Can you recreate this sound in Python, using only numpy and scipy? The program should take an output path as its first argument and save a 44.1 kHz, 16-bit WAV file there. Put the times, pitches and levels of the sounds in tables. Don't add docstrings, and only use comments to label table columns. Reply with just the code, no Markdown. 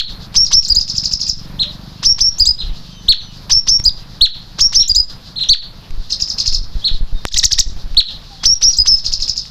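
import sys
import numpy as np
from scipy import signal
from scipy.io import wavfile
from scipy.ndimage import uniform_filter1d, minimum_filter1d

SR = 44100
rng = np.random.default_rng(int(sys.argv[2]) if len(sys.argv) > 2 else 0)


def how_loud(loudness_db):
    steps = np.asarray(loudness_db, float) / 20
    return 10 ** steps


def waveform_to_disk(signal):
    frames = np.transpose(np.atleast_2d(signal))
    scaled = np.clip(frames, -1, 1) * 32767
    samples = np.round(scaled).astype(np.int16)
    wavfile.write(sys.argv[1], SR, samples)


N = 418950
LEAD = SR // 10
M = N + LEAD


def rms_one(x):
    return x / np.sqrt(np.mean(x ** 2) + 1e-20)


def in_time(rows):
    s, *columns = np.transpose(rows)
    t = np.arange(M) / SR - LEAD / SR
    return [np.interp(t, s, column) for column in columns]


def at_hz(points, hz):
    curve_hz, curve_db = np.array(points)[:, 0], np.array(points)[:, 1]
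    return np.interp(np.log(hz), np.log(curve_hz), curve_db)


def filtered(x, hz, kind, order=2):
    return signal.sosfilt(signal.butter(order, hz, kind, fs=SR, output="sos"), x)


def drift(rate_hz, size):
    settle = 4000
    noise = rng.standard_normal(size + settle)
    return rms_one(filtered(noise, rate_hz, "low", order=4)[settle:])


def resonate(x, hz, width_hz):
    r = np.exp(-np.pi * width_hz / SR)
    return signal.lfilter([(1 - r * r) / 2, 0, (r * r - 1) / 2],
                          [1, -2 * r * np.cos(2 * np.pi * hz / SR), r * r], x)


def add(out, s, piece, gains):
    i = round(s * SR) + LEAD
    out[:, i:i + len(piece)] += (np.array(gains)[:, None] * piece)[:, :M - i]


def shaped(top_s, level_db, top_hz, stretch, shape):
    lag_s, share, shape_db = np.transpose(shape)[:3]
    return np.transpose([top_s + stretch * lag_s, share * top_hz, level_db + shape_db])


# pitch_hz, level_db
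THROAT = [(700, -15), (1500, -17), (2500, -18.5), (3500, -5.5), (5000, 3.5), (6200, -6), (7800, -12.5),
          (9500, -26.5), (12000, -34), (16000, -14.5)]
OVERTONE_DB = [-3, -10.5, -13.5, -27.5, -12.5]
WARBLE_HZ = 160.9
SHIMMER = .14
RASP, RASP_FADE_HZ = 1, 2600


def stroke(rows, warble=0, rough=1, bright_db=0):
    s, hz, level_db = np.transpose(rows)
    t = np.arange(s[0], s[-1], 1 / SR)
    pitch = uniform_filter1d(np.interp(t, s, hz), size=80)
    pitch = pitch * (1 + 0.0043 * drift(174, len(t)))
    phase = 2 * np.pi * (np.cumsum(pitch) / SR + rng.random())
    tone = np.zeros(len(t))
    for k, source_db in enumerate(OVERTONE_DB, 1):
        throat_db = at_hz(THROAT, k * pitch) - at_hz(THROAT, pitch)
        gain = how_loud(source_db + bright_db * (k > 1) + throat_db)
        audible = k * pitch < .4 * SR
        tone += gain * audible * np.sin(k * phase)
    flutter = 1 + warble * np.sin(2 * np.pi * (WARBLE_HZ * (t - s[0]) + 0.25 * drift(45, len(t))))
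    shimmer = 1 + SHIMMER * drift(360, len(t))
    low_pitch = np.exp(-(pitch / RASP_FADE_HZ) ** 2)
    rasp = shimmer + rough * RASP * low_pitch * drift(1200, len(t))
    edges = np.clip(np.minimum(t - s[0], s[-1] - t) / .002, 0, 1)
    return tone * flutter * rasp * edges * how_loud(np.interp(t, s, level_db))


# share of the sweep's length, pitch_hz, level_db
SWEEP_SHAPE = [(0, 1108, -28), (.27, 2749, -27), (0.602, 3564, -19), (.85, 4956, -6), (1.001, 5130, -0.5)]
BUZZ_S, BUZZ_HZ, BUZZ_DB = .011, 705.6, -18.5
HOLD_HZ, RELEASE_S, RELEASE_DB = 5340, 0.0084, -11.5
SWING_HZ, SWINGS_PER_S, SWING_FADE_S = 276, 39.8, 0.024
HANDOVER_S, HANDOVER_WIDTH_S, HANDOVER_DB = 0.017, 0.0063, -2.5


def whistle(start_s, sweep_s, hold_s, end_hz, level_db):
    share, sweep_hz, sweep_db = np.transpose(SWEEP_SHAPE)
    sweep = np.transpose([start_s + share * sweep_s, sweep_hz, level_db + sweep_db])
    buzz = (start_s - BUZZ_S, BUZZ_HZ, sweep[0, 2] + BUZZ_DB)
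    t = np.arange(.003, hold_s, .002)
    swing = SWING_HZ * np.exp(-t / SWING_FADE_S) * np.cos(2 * np.pi * SWINGS_PER_S * t)
    hold_hz = HOLD_HZ + (end_hz - HOLD_HZ) * t / hold_s - swing
    dip_db = HANDOVER_DB * np.exp(-((t - HANDOVER_S) / HANDOVER_WIDTH_S) ** 2)
    release_db = RELEASE_DB * np.clip(1 - (hold_s - t) / RELEASE_S, 0, 1)
    hold = np.transpose([start_s + sweep_s + t, hold_hz, level_db + dip_db + release_db])
    return np.array([buzz, *sweep, *hold])


# start_s, sweep_s, hold_s, final pitch_hz, level_db
WHISTLES = [(0.351, 0.022, 0.08, 5610, 3), (0.5163, 0.029, 0.06, 5530, 7), (2.0324, 0.032, 0.069, 5590, 2),
            (2.1874, 0.03, 0.082, 5600, 1.5), (3.503, 0.025, 0.076, 5490, 3.5),
            (3.6728, 0.025, 0.081, 5560, 1), (4.5908, 0.026, 0.061, 5634, 5), (4.727, 0.04, 0.066, 5640, 5),
            (8.4379, .030, 0.079, 5680, 5), (8.6162, 0.031, 0.059, 5760, 2.5),
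            (8.86, 0.024, 0.077, 5166, 5)]
WARBLE_DEPTH = .22


def whistles():
    out = np.zeros((2, M))
    for note in WHISTLES:
        rows = whistle(*note)
        add(out, rows[0][0], stroke(rows, WARBLE_DEPTH), [1, 1])
    return out


# top_s, level_db, top pitch_hz, stretch (factor)
OVERSHOOTS = [(0.371, -3, 6300, 0.9), (0.538, -0.5, 6150, 0.84), (2.058, -7, 6200, 0.97),
              (2.216, -3, 6218, 0.86), (3.524, -2, 6170, 1.17), (3.694, -2.5, 6270, 1),
              (4.615, -6.5, 6750, 0.97), (4.756, -2, 6250, 0.96), (8.463, 4, 6200, 0.61),
              (8.638, -2.5, 6100, 1.2), (8.88, -2, 6300, 0.86)]
# lag_s from the top, share of the top pitch, level_db
OVERSHOOT_SHAPE = [(-.022, .4, -22), (-.014, .66, -13), (-.009, .84, 0), (-.005, .96, 0), (0, 1.0, 0),
                   (.006, .96, 0), (.012, .89, -3), (.022, .85, -9), (.034, .9, -20)]


def overshoots():
    out = np.zeros((2, M))
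    for note in OVERSHOOTS:
        rows = shaped(*note, OVERSHOOT_SHAPE)
        add(out, rows[0][0], stroke(rows), [1, 1])
    return out


FLICK_START_HZ, FLICK_FADE_DB = 5570, -7.5


def flick(start_s, rise_s, fall_s, top_hz, level_db):
    t = np.linspace(0, rise_s + fall_s, 7)
    hz = top_hz - (top_hz - FLICK_START_HZ) * (1 - t / rise_s) ** 2
    return np.transpose([start_s + t, hz, level_db + FLICK_FADE_DB * (t / t[-1] - .5)])


# start_s, rise_s, fall_s, top pitch_hz, level_db
FLICKS = [(0.678, 0.017, .002, 7680, -14), (0.748, .009, 0.0081, 7250, -9),
          (2.382, 0.018, 0.0075, 7530, -17), (2.452, 0.016, 0.017, 7880, -9.5),
          (3.838, 0.018, 0.0017, 7600, -14.5), (4.877, 0.014, 0.0066, 7420, -7.5),
          (4.947, .021, 0.0029, 7420, -3.5), (5.487, 0.02, .002, 6540, -10),
          (8.768, 0.016, 0.0028, 7700, -13.5)]


def flicks():
    out = np.zeros((2, M))
    for note in FLICKS:
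        rows = flick(*note)
        add(out, rows[0][0], stroke(rows), [1, 1])
    return out


SLUR_HZ, SLUR_RISE_HZ_PER_S, SLUR_ONSET_DB, SLUR_DROP_S, SLUR_DROP_DB = 5018, 75000, -13, .009, -13.5
SLUR_KNEE = (0.32, .3, 0.93)
SLUR_SAG_HZ = 254


def slur(start_s, length_s, start_hz, end_hz, level_db):
    rise_s = abs(SLUR_HZ - start_hz) / SLUR_RISE_HZ_PER_S
    when, up, soft = SLUR_KNEE
    knee_hz = start_hz + up * (SLUR_HZ - start_hz)
    sagged_hz = max(end_hz, SLUR_HZ - SLUR_SAG_HZ)
    return np.array([(start_s, start_hz, level_db + SLUR_ONSET_DB),
                     (start_s + when * rise_s, knee_hz, level_db + soft * SLUR_ONSET_DB),
                     (start_s + rise_s, SLUR_HZ, level_db),
                     (start_s + length_s - SLUR_DROP_S, sagged_hz, level_db),
                     (start_s + length_s, end_hz, level_db + SLUR_DROP_DB)])


# start_s, length_s, start pitch_hz, final pitch_hz, level_db
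SLURS = [(0.697, 0.038, 4430, 3880, 1), (0.754, 0.043, 3800, 4904, 2.5), (2.396, 0.049, 4190, 4500, 1.5),
         (2.454, 0.067, 3470, 4930, 1.5), (3.849, 0.048, 3970, 3360, 0.5), (4.892, .035, 4540, 4780, 2.5),
         (4.948, 0.071, 3620, 4926, 4.5), (8.785, 0.043, 5050, 4940, 1)]
THROB_DEPTH, THROB_PER_S = .5, 54.5


def slurs():
    out = np.zeros((2, M))
    for note in SLURS:
        rows = slur(*note)
        tone = stroke(rows, bright_db=-4)
        held_s = np.maximum(np.arange(len(tone)) / SR - (rows[2][0] - rows[0][0]), 0)
        throb = 1 + THROB_DEPTH * np.cos(2 * np.pi * THROB_PER_S * held_s)
        add(out, rows[0][0], tone * throb, [1, 1])
    return out


# top_s, level_db, top pitch_hz, stretch (factor)
ARCHES = [(-0.024, 9, 4440, 0.98), (1.608, -9, 4250, 0.91), (2.596, -19.5, 4224, 0.86),
          (3.1005, 6.5, 4440, 0.91), (4.231, 8.5, 4425, 1.05), (4.8126, -8.5, 4230, 0.76),
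          (5.373, -17.5, 4350, 0.83), (5.4185, -10, 4236, 0.73), (5.51, 9.5, 4585, 1.0),
          (6.858, -7.5, 4406, 0.94), (7.984, 7, 4433, .8), (8.061, -15.5, 4250, 0.93)]
ARCH_LAG_S = [-.022, -.014, -.007, 0, .01, .02, .027, .034, .043]
ARCH_SHARE = [.63, .86, .97, 1, .95, .86, .74, .45, .29]
ARCH_DB = [-27, -4, 2.5, -0.2, 3, -1, -4.5, -28.5, -26]
ARCH_AWAY_DB, AWAY_PER_DB = 6, -0.34


def arches():
    out = np.zeros((2, M))
    shape = np.transpose([ARCH_LAG_S, ARCH_SHARE, ARCH_DB])
    for note in ARCHES:
        rows = shaped(*note, shape)
        to_walls = how_loud(ARCH_AWAY_DB + AWAY_PER_DB * note[1])
        add(out, rows[0][0], stroke(rows, rough=0, bright_db=-13.0), [1, to_walls])
    return out


# top_s, level_db, top pitch_hz, stretch (factor), low lead-in level_db
CHIRPS = [(7.2754, -14, 7900, 0.71, 8.5), (7.3305, -5.5, 7230, 0.89, -6.5), (7.382, -3, 8560, 1, 0),
          (7.449, 6, 8040, 0.98, -10), (7.526, 8.5, 7190, 0.93, -16), (7.5964, 10, 8030, 0.87, -7)]
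# lag_s from the top, share of the top pitch, level_db, share of the lead-in level
CHIRP_SHAPE = [(-.021, .22, -20, 1.0), (-.011, 0.24, -17.5, 0.15), (-.009, 0.31, -11.5, 0.69),
               (-.005, 0.61, 4.5, 0.22), (0, 0.99, -9.5, 0), (.007, .72, 4, 0), (.016, .46, 2, 1),
               (0.026, 0.25, -46, 0.59)]


def chirps():
    out = np.zeros((2, M))
    for *note, lead_db in CHIRPS:
        rows = shaped(*note, CHIRP_SHAPE)
        rows[:, 2] += lead_db * np.array(CHIRP_SHAPE)[:, 3]
        add(out, rows[0][0], stroke(rows, rough=0.56, bright_db=2.5), [1, 1])
    return out


def song():
    return whistles() + overshoots() + flicks() + slurs() + arches() + chirps()


# start_s, level_db (before the 11 dB cut in ticks)
TICKS = [(0.343, -3), (0.666, -2), (3.497, -2), (3.789, -11), (3.799, 0.5), (3.83, -18), (4.482, -32),
         (5.907, -11), (7.947, -8), (9.454, -14)]


def ticks():
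    out, t = np.zeros((2, M)), np.arange(300) / SR
    for s, level_db in TICKS:
        burst = rng.standard_normal(300) * np.exp(-t / 0.001)
        add(out, s, how_loud(level_db - 11) * filtered(burst, [400, 5000], "band"), [1, 1])
    return out


# top_s, level_db, top pitch_hz, stretch (factor)
NEIGHBOUR_CHIRPS = [(0.458, -9.5, 7230, 0.83), (0.641, -7, 7300, 1.1), (0.8052, -8.5, 7480, 0.77),
                    (0.891, -13, 7450, 1), (0.97, -11, 7860, 1.32), (1.049, -7.5, 7560, 0.95),
                    (1.1278, -6.5, 8010, 0.99), (1.208, -5, 7340, 0.89), (1.285, -6.5, 8050, 1.33),
                    (6.1164, -10, 6970, 1.04), (6.214, -9.5, 7660, 1.08), (6.291, -13, 7550, 1.26),
                    (6.395, -8.5, 7110, 0.94), (6.471, -5.5, 7240, 0.91), (6.539, -6.5, 7240, 1.1),
                    (8.7216, -12.5, 7240, 1.57), (8.976, -14.5, 7300, 1.205), (9.057, -10.5, 7140, 0.84),
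                    (9.131, -6.5, 7450, 0.8), (9.215, -9.5, 7210, 1.13), (9.2895, -7, 7590, 0.82),
                    (9.371, -9.5, 7570, 0.82)]
# lag_s from the top, share of the top pitch, level_db
NEIGHBOUR_SHAPE = [(-.022, .28, -37), (-.012, .31, -21.5), (-.005, .67, -4), (0, 0.98, -12.5),
                   (.005, .8, -3), (.01, .63, 6), (0.018, 0.423, -18.5)]


def neighbour(centre_hz=5100, width_hz=2000, scatter_s=0.0045, away_db=6, slap_s=0.016, slap_db=-9):
    out = np.zeros((1, M))
    for note in NEIGHBOUR_CHIRPS:
        rows = shaped(*note, NEIGHBOUR_SHAPE)
        add(out, rows[0][0], stroke(rows, bright_db=3.0), [1])
    t = np.arange(2000) / SR
    paths = rng.standard_normal(2000) * np.exp(-t / scatter_s) * .12
    paths[0] = .55
    paths = paths + how_loud(slap_db) * np.roll(paths, round(slap_s * SR))
    narrowed = resonate(out[0], centre_hz, width_hz) + 0.65 * out[0]
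    heard = signal.fftconvolve(narrowed, paths / np.sqrt(np.sum(paths ** 2)))[:M]
    return heard * how_loud([[0], [away_db]])


# delay_s, level_db
ECHOES = [(.006, -16), (.018, -16), (.034, -22), (.08, -26)]
TAIL_DB, TAIL_T60_S, LATE_DB, LATE_T60_S = -14, 0.31, -28.5, 0.3


def walls(x):
    t = np.arange(SR) / SR
    answer = np.zeros(SR)
    for level_db, t60 in ((TAIL_DB, TAIL_T60_S), (LATE_DB, LATE_T60_S)):
        grain = rng.standard_normal(SR) * np.clip(t / 0.027, 0, 1)
        answer += how_loud(level_db) * grain * how_loud(-60 * t / t60) * np.sqrt(6 * np.log(10) / (t60 * SR))
    echoes = np.zeros(SR)
    for delay_s, level_db in ECHOES:
        echoes[round(delay_s * SR)] = how_loud(level_db)
    rough_wall = rng.standard_normal(350) / np.sqrt(350)
    answer = answer + np.convolve(echoes, rough_wall)[:SR]
    return signal.fftconvolve(x, filtered(answer, 5160, "low"))[:M]


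# start_s, push (-1 to 1), length_s
PUFFS = [(1.335, 0.2, 0.039), (2.636, 0.23, 0.015), (2.665, 0.22, 0.017), (2.696, 0.37, 0.023),
         (3.798, 0.29, 0.0054), (5.905, 0.33, 0.038), (5.979, 0.42, 0.024), (6.483, 0.75, 0.044),
         (6.554, 0.68, 0.027), (6.592, 0.7, 0.024), (6.753, 0.5, 0.017), (6.914, 0.81, 0.033),
         (7.009, 0.76, .025), (7.128, 0.7, 0.026), (7.313, 0.53, 0.039), (7.56, 1, 0.044),
         (7.663, 1, 0.014), (7.667, 0.92, 0.017), (7.721, -0.19, 0.0095), (7.75, -0.2, 0.015),
         (7.841, -0.3, 0.021), (7.912, -0.34, 0.029), (9.087, 0.25, 0.034), (9.192, 0.35, 0.027)]


def puffs():
    out = np.zeros((1, M))
    for s, push, length_s in PUFFS:
        bump = np.sin(np.linspace(0, np.pi, round(length_s * SR))) ** 0.8
        add(out, s, bump, [push])
    return filtered(out[0], 4.5, "high")


KNOCK_S, KNOCK_DB = 7.2525, 9.5


def knock():
    out, t = np.zeros((1, M)), np.arange(2000) / SR
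    spike = 2.97 * np.exp(-t / .00008)
    rebound = np.exp(-t / 0.00021)
    slow_return = 0.39 * np.exp(-t / 0.0099)
    add(out, KNOCK_S, spike - rebound - slow_return, [how_loud(KNOCK_DB)])
    return out[0]


# time_s, firings per second, level_db
ENGINE = [(0, 21.6, -39), (.6, 22.4, -36), (1.2, 23.2, -34), (1.9, 24.2, -35), (2.3, 24.6, -43),
          (3, 25.2, -40), (4.3, 26.4, -42), (5, 26.8, -46), (6.5, 27, -52), (9.5, 27, -52)]
# pitch_hz, width_hz, level_db
ENGINE_PIPE = [(130, 45, 0), (175, 40, -2), (280, 40, -6)]


def engine():
    per_s, level_db = in_time(ENGINE)
    turns = np.cumsum(per_s * (1 + 0.005 * drift(8, M))) / SR
    fired = np.diff(np.floor(turns), prepend=0)
    pulses = fired * how_loud(0.8 * rng.standard_normal(M)) + 1e-18
    pulses = filtered(pulses, 220, "low", order=4)
    ringing = sum(how_loud(db) * resonate(pulses, hz, width_hz) for hz, width_hz, db in ENGINE_PIPE)
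    return how_loud(level_db) * rms_one(ringing)


# start_s, length_s, start pitch_hz, end pitch_hz, level_db
FAR_CALLS = [(1.64, 0.083, 567, 627, -38.5), (2.704, 0.095, 3120, 2790, -50),
             (2.876, 0.19, 3220, 2980, -43.5), (2.888, 0.21, 6100, 6100, -47.5),
             (2.943, 0.076, 3930, 3520, -45), (3.17, 0.15, 6080, 5960, -44), (3.26, 0.071, 3040, 2900, -45),
             (6.814, 0.028, 3070, 3600, -31), (7.135, 0.1, 3750, 3600, -39), (8.29, 0.079, 830, 763, -41),
             (8.387, 0.045, 3750, 3700, -46), (8.393, 0.058, 3300, 3380, -37)]


def far_calls():
    out = np.zeros((2, M))
    for s, length_s, start_hz, end_hz, level_db in FAR_CALLS:
        size = round(length_s * SR)
        pitch = np.linspace(start_hz, end_hz, size) * (1 + 0.0029 * drift(40, size))
        tone = np.sin(2 * np.pi * np.cumsum(pitch) / SR)
        add(out, s, how_loud(level_db) * np.hanning(size) ** .5 * tone, [1, 2])
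    return out


# pitch_hz, relative level_db per Hz
YARD = [(20, 1.5), (60, -14), (130, -13.5), (200, -21), (320, -31), (500, -30.5), (1100, -31.5),
        (2300, -38.5), (3300, -38), (4500, -27.5), (5600, -58), (8200, -56), (14700, -50), (16000, -54.5)]
# time_s, murmur level_db (as heard at 300-1500 Hz), twitter level_db
YARD_LEVEL = [(0.0, -46.5, -41.5), (7.28, -48, -43), (9.5, -48, -39.5)]


def yard(patchy_db=1.5, twitter_flicker_db=3.5):
    murmur_db, twitter_db = in_time(YARD_LEVEL)
    white = rng.standard_normal((2, M))
    edges = 20 * 2 ** np.arange(0, 10.1, .5)
    murmur, twitter, shared = 0, 0, drift(3.05, M)
    for k, (low, high) in enumerate(zip(edges, edges[1:])):
        hz = np.sqrt(low * high)
        band = how_loud(at_hz(YARD, hz)) * filtered(white[k % 2], [low, high], "band")
        if 2500 < hz < 7500:
            twitter = twitter + band * how_loud(twitter_flicker_db * drift(8.6, M))
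        else:
            murmur = murmur + band * how_loud(patchy_db * (shared + drift(30, M)))
    murmur = murmur / np.std(filtered(murmur, [300, 1500], "band"))
    return how_loud(murmur_db) * murmur + how_loud(twitter_db) * rms_one(twitter)


def scene():
    direct, sent = song() + ticks() + neighbour() + far_calls()
    return (direct + walls(sent) + puffs() + knock() + engine() + yard())[None]


def roll_off(x):
    return signal.sosfilt(signal.butter(12, 16130, fs=SR, output="sos"), x)


def record(dry, ceiling=.9, hold_s=.089, sag=0.89):
    size = round(hold_s * SR)
    held = -minimum_filter1d(-np.abs(dry), size, origin=(size - 1) // 2)
    gain = uniform_filter1d(np.minimum(1, ceiling / (held + 1e-9)), size=60)
    limited = dry * gain
    bias = filtered(filtered(limited, 1000, "high") ** 2, 70, "low")
    sagged = filtered(limited - sag * bias, 2.5, "high", order=1)
    clipped = np.clip(sagged, -1, 1)
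    finished = signal.sosfilt(signal.cheby2(12, 60, 15900, fs=SR, output="sos"), clipped)
    return roll_off(finished[:, LEAD:])


dry = scene()
out = record(dry)
waveform_to_disk(out)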